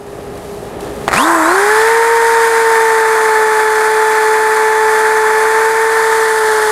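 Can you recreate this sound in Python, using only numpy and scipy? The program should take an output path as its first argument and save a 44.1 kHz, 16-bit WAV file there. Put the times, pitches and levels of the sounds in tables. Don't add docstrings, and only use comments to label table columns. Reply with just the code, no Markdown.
import sys
import numpy as np
from scipy.fft import rfft, irfft, next_fast_len
from scipy.io import wavfile
from scipy.ndimage import uniform_filter1d, map_coordinates

SR = 44100
rng = np.random.default_rng(int(sys.argv[2]) if len(sys.argv) > 2 else 0)


def store_pcm(level_fs):
    pcm = np.round(np.clip(level_fs, -1, 1) * 32767).astype(np.int16)
    wavfile.write(sys.argv[1], SR, np.atleast_2d(pcm).T)


N = 295911
TIME = np.arange(N) / SR
CRUISE_HZ = 438


def amp(db):
    return 10 ** (np.asarray(db) / 20)


def unit(x):
    return x / np.sqrt(np.mean(x ** 2) + 1e-20)


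def curves(rows):
    s, *cols = np.transpose(rows)
    return [np.interp(TIME, s, c) for c in cols]


def wobble(rate_hz):
    knots = rng.standard_normal(int(N * rate_hz / SR) + 4)
    return map_coordinates(knots, [TIME * rate_hz])


def filtered(x, response):
    size = next_fast_len(N + SR // 2)
    spectrum = rfft(x, size) * response(np.fft.rfftfreq(size, 1 / SR))
    return irfft(spectrum, size)[..., :N]


def muffled(x, edge_hz, order):
    return filtered(x, lambda hz: (1 + (hz / edge_hz) ** (2 * order)) ** -.5)


def noise(spectrum, flutter=1):
    hz, db = np.transpose(spectrum)
    colour = lambda f: amp(np.interp(np.log(f + 1), np.log(hz), db))
    return unit(filtered(rng.standard_normal(N) * flutter, colour))


def partial(angle, order, rough, rate_hz, in_step=False):
    waver = 1 + rough * (wobble(rate_hz) + 1j * wobble(rate_hz))
    offset = 0 if in_step else 2 * np.pi * rng.random()
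    return unit(np.real(waver * np.exp(1j * (order * angle + offset))))


def bursts(events, t60_s):
    total = 0
    for s, db in events:
        total = total + amp(db - 60 * np.maximum(TIME - s, 0) / t60_s) * (TIME >= s)
    return total


def workshop():
    # [t/s, room rumble level/dB, clothes rustle level/dB]
    idle = [(0, -33, -50), (.2, -29.5, -45.5), (.55, -30, -44), (.79, -27.5, -47.5), (.82, -27.5, -40),
            (.87, -24.5, -40.5), (.93, -28, -41), (1.05, -26, -39)]
    # [f/Hz, relative level/dB]
    fan_tones = [(58, -15), (407, -2), (815, -15), (1223, -23)]
    # [f/Hz, relative density/dB]
    room_spectrum = [(15, -37), (25, -17), (113, -9.5), (334, -10), (399, -5.5), (521, -8.5), (812, -13),
                     (991, -18), (1260, -19.5), (1480, -24.5), (1690, -22), (2350, -30), (5000, -43),
                     (6500, -57), (11000, -120)]
    # [f/Hz, relative density/dB]
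    rustle_spectrum = [(1470, -29), (2500, -1), (4080, -1.5), (5470, -3.5), (9650, -2.5), (13800, -9),
                       (15100, -26), (15600, -20)]
    # [t/s, relative peak level/dB]
    ticks = [(0.1002, -37), (0.3751, -27), (0.8056, -18)]

    room_db, rustle_db = curves(idle)
    recorder_gain_db, = curves([(1.08, 1.5), (1.2, -13), (1.6, -14.5), (3, -16)])
    hum = sum(amp(db) * partial(2 * np.pi * hz * TIME, order=1, rough=0.15, rate_hz=16) for hz, db in fan_tones)
    rumble = amp(0.69 * wobble(14)) * noise(room_spectrum)
    air = amp(room_db) * (rumble + amp(-1.0) * hum)
    rubbing = amp(rustle_db + wobble(6.9))
    tapping = amp(-16) * bursts(ticks, t60_s=0.03)
    hands = (rubbing + tapping) * noise(rustle_spectrum, amp(1.7 * wobble(900)))
    return (air + hands) * amp(recorder_gain_db)


def clacks():
    # [t/s, relative peak level/dB]
    blows = [(1.0795, 3), (1.0875, -6), (1.1135, -9), (1.1185, -11), (1.1298, -0.5), (1.1385, 4),
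             (1.162, -3), (1.1795, 2), (1.1865, -16)]
    # [f/Hz, relative density/dB]
    gearbox = [(150, -26), (400, 1.5), (900, 2), (1450, -1), (1850, -1), (2300, -6), (2700, -16),
               (3600, -34), (4200, -15), (5800, -25), (6900, -17), (11000, -27), (15500, -47)]

    direct = bursts(blows, t60_s=0.0082)
    wash = amp(-19.5) * bursts(blows, t60_s=0.17)
    return amp(-1) * (direct + wash) * noise(gearbox)


def motor(angle, speed_hz, labour):
    # [multiple of the shaft, level at working speed/dB, slope/dB per octave of speed]
    slot_orders = [(12, -35.5, -16), (40, -33.5, -7)]
    # [multiple of the shaft, level at full labour/dB]
    labour_orders = [(23, -47), (25, -49), (29, -47), (36, -49), (40, -56)]
    # [t/s, level/dB]
    whistle_level = [(1.17, -42), (1.3, -37), (1.45, -35), (1.7, -35), (1.85, -42), (2, -56), (3.2, -53),
                     (3.9, -44), (6.6, -43)]
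    # [f/Hz, relative density/dB]
    casing = [(400, -28), (800, -10.5), (960, -1), (1030, 6), (1120, -2), (1300, -23), (2200, -86)]
    mains_hz = 60

    gain_hz_per_s = np.maximum(uniform_filter1d(np.gradient(speed_hz) * SR, size=2205), 0)
    pull = np.minimum(gain_hz_per_s / 1400, 1) ** 0.65 * np.clip(speed_hz / 200, 0, 1) ** 7
    octaves = np.log2((speed_hz + 1) / CRUISE_HZ)
    slots = pull * sum(amp(db + slope * octaves) * partial(angle, order=round(k), rough=0.41, rate_hz=120)
                       for k, db, slope in slot_orders)
    whine = muffled(slots, edge_hz=11700, order=20)
    whine += labour * sum(amp(db) * partial(angle, order=round(k), rough=0.7, rate_hz=130)
                          for k, db in labour_orders)
    whine += amp(curves(whistle_level)[0]) * partial(angle, order=24, rough=0.25 + .4 * labour, rate_hz=70)
    growl_gain = amp(-38.5 + 22.6 * labour) * np.clip(speed_hz / 230, 0, 1) ** 2
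    growl = growl_gain * noise(casing)
    ripple = np.cos(2 * np.pi * 2 * mains_hz * TIME)
    chopping = 1 + (0.09 + 0.46 * labour) * ripple
    return chopping * (whine + growl) + amp(-56.5) * ripple


def housing_db(hz):
    # [f/Hz, half width/Hz, boost/dB]
    resonances = [(1060, 90, 15), (1674, 220, 11), (4360, 120, 8.5)]
    return sum(db / (1 + ((hz - centre) / width) ** 4) for centre, width, db in resonances)


def shaft_tones(angle, speed_hz, press_db):
    # [t/s, level/dB]
    first_level = [(1.14, -24), (1.22, -18), (1.3, -15.5), (1.43, -16.5), (1.8, -11.5), (2.05, -13),
                   (2.9, -13), (3.65, -14.5), (5.2, -14), (6.2, -13.5), (6.7, -14.5)]
    # [t/s, level/dB]
    second_level = [(1.17, -31), (1.24, -26), (1.36, -20), (1.58, -19.5), (1.75, -16.5), (2.3, -13),
                    (2.55, -17.5), (2.75, -13), (3.1, -17.5), (3.38, -14), (3.65, -17.5), (4, -15.5),
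                    (5.3, -16), (6.45, -19), (6.7, -18)]
    # [multiple of the shaft, level/dB]
    overtones = [(3, -33.5), (5, -39.5), (8, -43), (9, -47), (11, -46.5), (14, -46), (17, -56), (21, -51)]

    first_gain = amp(curves(first_level)[0] + 0.43 * wobble(15))
    first = first_gain * partial(angle, order=1, rough=0.064, rate_hz=22, in_step=True)
    second_gain = amp(curves(second_level)[0])
    second = second_gain * partial(angle, order=2, rough=0.076, rate_hz=22, in_step=True)
    fourth_gain = amp(-33 + housing_db(4 * speed_hz) + .5 * press_db)
    fourth = fourth_gain * partial(angle, order=4, rough=0.22, rate_hz=44)
    fan = amp(-50 + housing_db(10 * speed_hz)) * partial(angle, order=10, rough=.25, rate_hz=14)
    bearings = sum(amp(db) * partial(angle, order=round(k), rough=0.27, rate_hz=10) for k, db in overtones)
    return first + second + fourth + fan + bearings


def sanding(angle, speed_hz, labour, press_db):
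    # [t/s, rim ring level/dB, thrum level/dB]
    disc = [(1.1, -48, -54), (1.3, -46, -53), (1.8, -43, -51), (2.3, -35, -45), (2.9, -39, -60),
            (5.7, -43, -53), (6.2, -37, -52), (6.7, -35, -47)]
    # [f/Hz, relative density/dB]
    rattle_spectrum = [(60, -47), (200, -25.5), (370, -12), (600, -9.5), (800, -5), (1030, 0), (1200, -1.5),
                       (1500, 0.5), (1780, 1.5), (2050, -5), (2400, -11), (2750, -24.5), (4000, -65)]
    # [t/s, base level/dB, share of its upper edge that is heard/0-1]
    rattle_level = [(1.15, -20.5, 1), (1.26, -14.5, 0.93), (1.8, -15, 1), (2.15, -16.5, 0.99),
                    (2.5, -16, 1), (5.6, -15, 1), (6.3, -16.8, 0.4)]
    # [f/Hz, relative density/dB]
    scrape_spectrum = [(1500, -16), (2600, -6), (3000, -3), (3500, 1), (4000, -2), (4600, -1.5), (5200, -1),
                       (5700, -11.5), (7000, -42)]
    # [t/s, relative level/dB]
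    scrape_level = [(1.15, -26.5), (1.35, -35.5), (1.75, -30.5), (3.3, -32), (5.7, -32), (5.95, -31.5),
                    (6.4, -30.5), (6.65, -30.5)]
    # [f/Hz, relative density/dB]
    hiss_spectrum = [(3290, -36), (5600, -6), (6320, -1.5), (7830, -0.5), (8390, -1.5), (9300, 0),
                     (12000, -7.5), (13500, -10.5), (14500, -14), (15600, -35)]
    # [f/Hz, relative density/dB]
    ring_spectrum = [(3800, -31), (4480, -8.5), (5000, -24), (5800, -35), (7400, -9), (8500, -19),
                     (8950, 1), (9200, -2), (9450, -6), (9900, -15), (12000, -49)]
    gear_ratio = 11.4

    ring_db, thrum_db = curves(disc)
    pad_angle = angle / gear_ratio
    sweep = amp(.5 * np.sin(pad_angle) + 0.55 * wobble(70) + 0.28 * wobble(18))
    teeth = amp(0.41 * np.cos(angle) + 0.41 * wobble(600) + 0.34 * wobble(14))
    grit = amp(.7 * np.cos(angle) + 1.05 * wobble(2500))

    gears = noise(rattle_spectrum, teeth)
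    dull = muffled(gears, edge_hz=1400, order=6)
    gears = dull + (speed_hz / CRUISE_HZ) ** 3.2 * (gears - dull)
    rattle_db, edge = curves(rattle_level)
    gears = edge * gears + (1 - edge) * muffled(gears, edge_hz=2060, order=10)
    rattle = amp(rattle_db + 3.84 * labour + 0.63 * press_db) * gears

    scrape_gain = amp(curves(scrape_level)[0] - 0.45 + 1.2 * press_db)
    scrape = scrape_gain * noise(scrape_spectrum, grit)
    hiss = amp(-28.0 + 0.99 * press_db) * noise(hiss_spectrum, grit)
    ring = amp(ring_db) * noise(ring_spectrum)
    thrum = amp(thrum_db) * partial(pad_angle, order=1, rough=0.29, rate_hz=3.1)
    return sweep * (rattle + scrape + hiss + ring) + thrum


def scene():
    # [t/s, speed/turns per second]
    shaft_speed = [(1.17, 203.6), (1.2, 243), (1.21, 266.6), (1.23, 285.6), (1.24, 304.9), (1.26, 322.3),
                   (1.29, 335.0), (1.31, 338.3), (1.44, 314), (1.46, 324), (1.5, 343), (1.55, 380),
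                   (1.58, 392), (1.67, 416), (1.7, 425.8), (1.9, 455.0), (2.12, 461.1), (2.46, 456.5),
                   (3.19, 441), (3.25, 439), (3.51, 434.1), (5.1, 437), (5.28, 435), (5.77, 446),
                   (6.24, 443.3), (6.62, 430.4)]
    # [t/s, level/dB]
    pressure = [(1.28, -26.7), (1.58, -27.2), (1.82, -26.2), (2.12, -28.3), (2.29, -26.9), (2.95, -27.8),
                (3.04, -28.9), (3.25, -28.2), (3.49, -29.3), (3.58, -28.0), (3.7, -29.4), (3.82, -27.5),
                (3.94, -29.0), (4.24, -28.1), (4.42, -29.6), (4.54, -27.8), (4.6, -29.5), (4.87, -29.5),
                (4.96, -27.7), (5.23, -30.3), (5.32, -28.4), (5.71, -29.1), (6.19, -26.9), (6.28, -28.5),
                (6.37, -27.5), (6.43, -29.0), (6.52, -26.8), (6.65, -26.8)]
    start_s, kick_s, fade_in_s = 1.11, .06, 0.036
    labour_span_hz = 97

    since_start_s = np.maximum(TIME - start_s, 0)
    kicked_hz = curves(shaft_speed)[0] * np.minimum(since_start_s / kick_s, 1)
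    speed_hz = np.abs(uniform_filter1d(kicked_hz, size=882))
    angle = 2 * np.pi * np.cumsum(speed_hz + 0.35 * wobble(12)) / SR
    labour = np.clip((CRUISE_HZ - speed_hz) / labour_span_hz, 0, 1)
    pressure_db, = curves(pressure)
    press_db = pressure_db - np.median(pressure_db)

    drill = motor(angle, speed_hz, labour)
    drill += shaft_tones(angle, speed_hz, press_db)
    drill += sanding(angle, speed_hz, labour, press_db)
    mono = workshop() + clacks() + np.minimum(since_start_s / fade_in_s, 1) * drill
    return np.array([mono, mono])


def record(dry):
    top_hz = 15800
    rounded = dry / (1 + np.abs(dry / .93) ** 8) ** (1 / 8)
    return filtered(rounded, lambda hz: hz < top_hz)


dry = scene()
out = record(dry)
store_pcm(out)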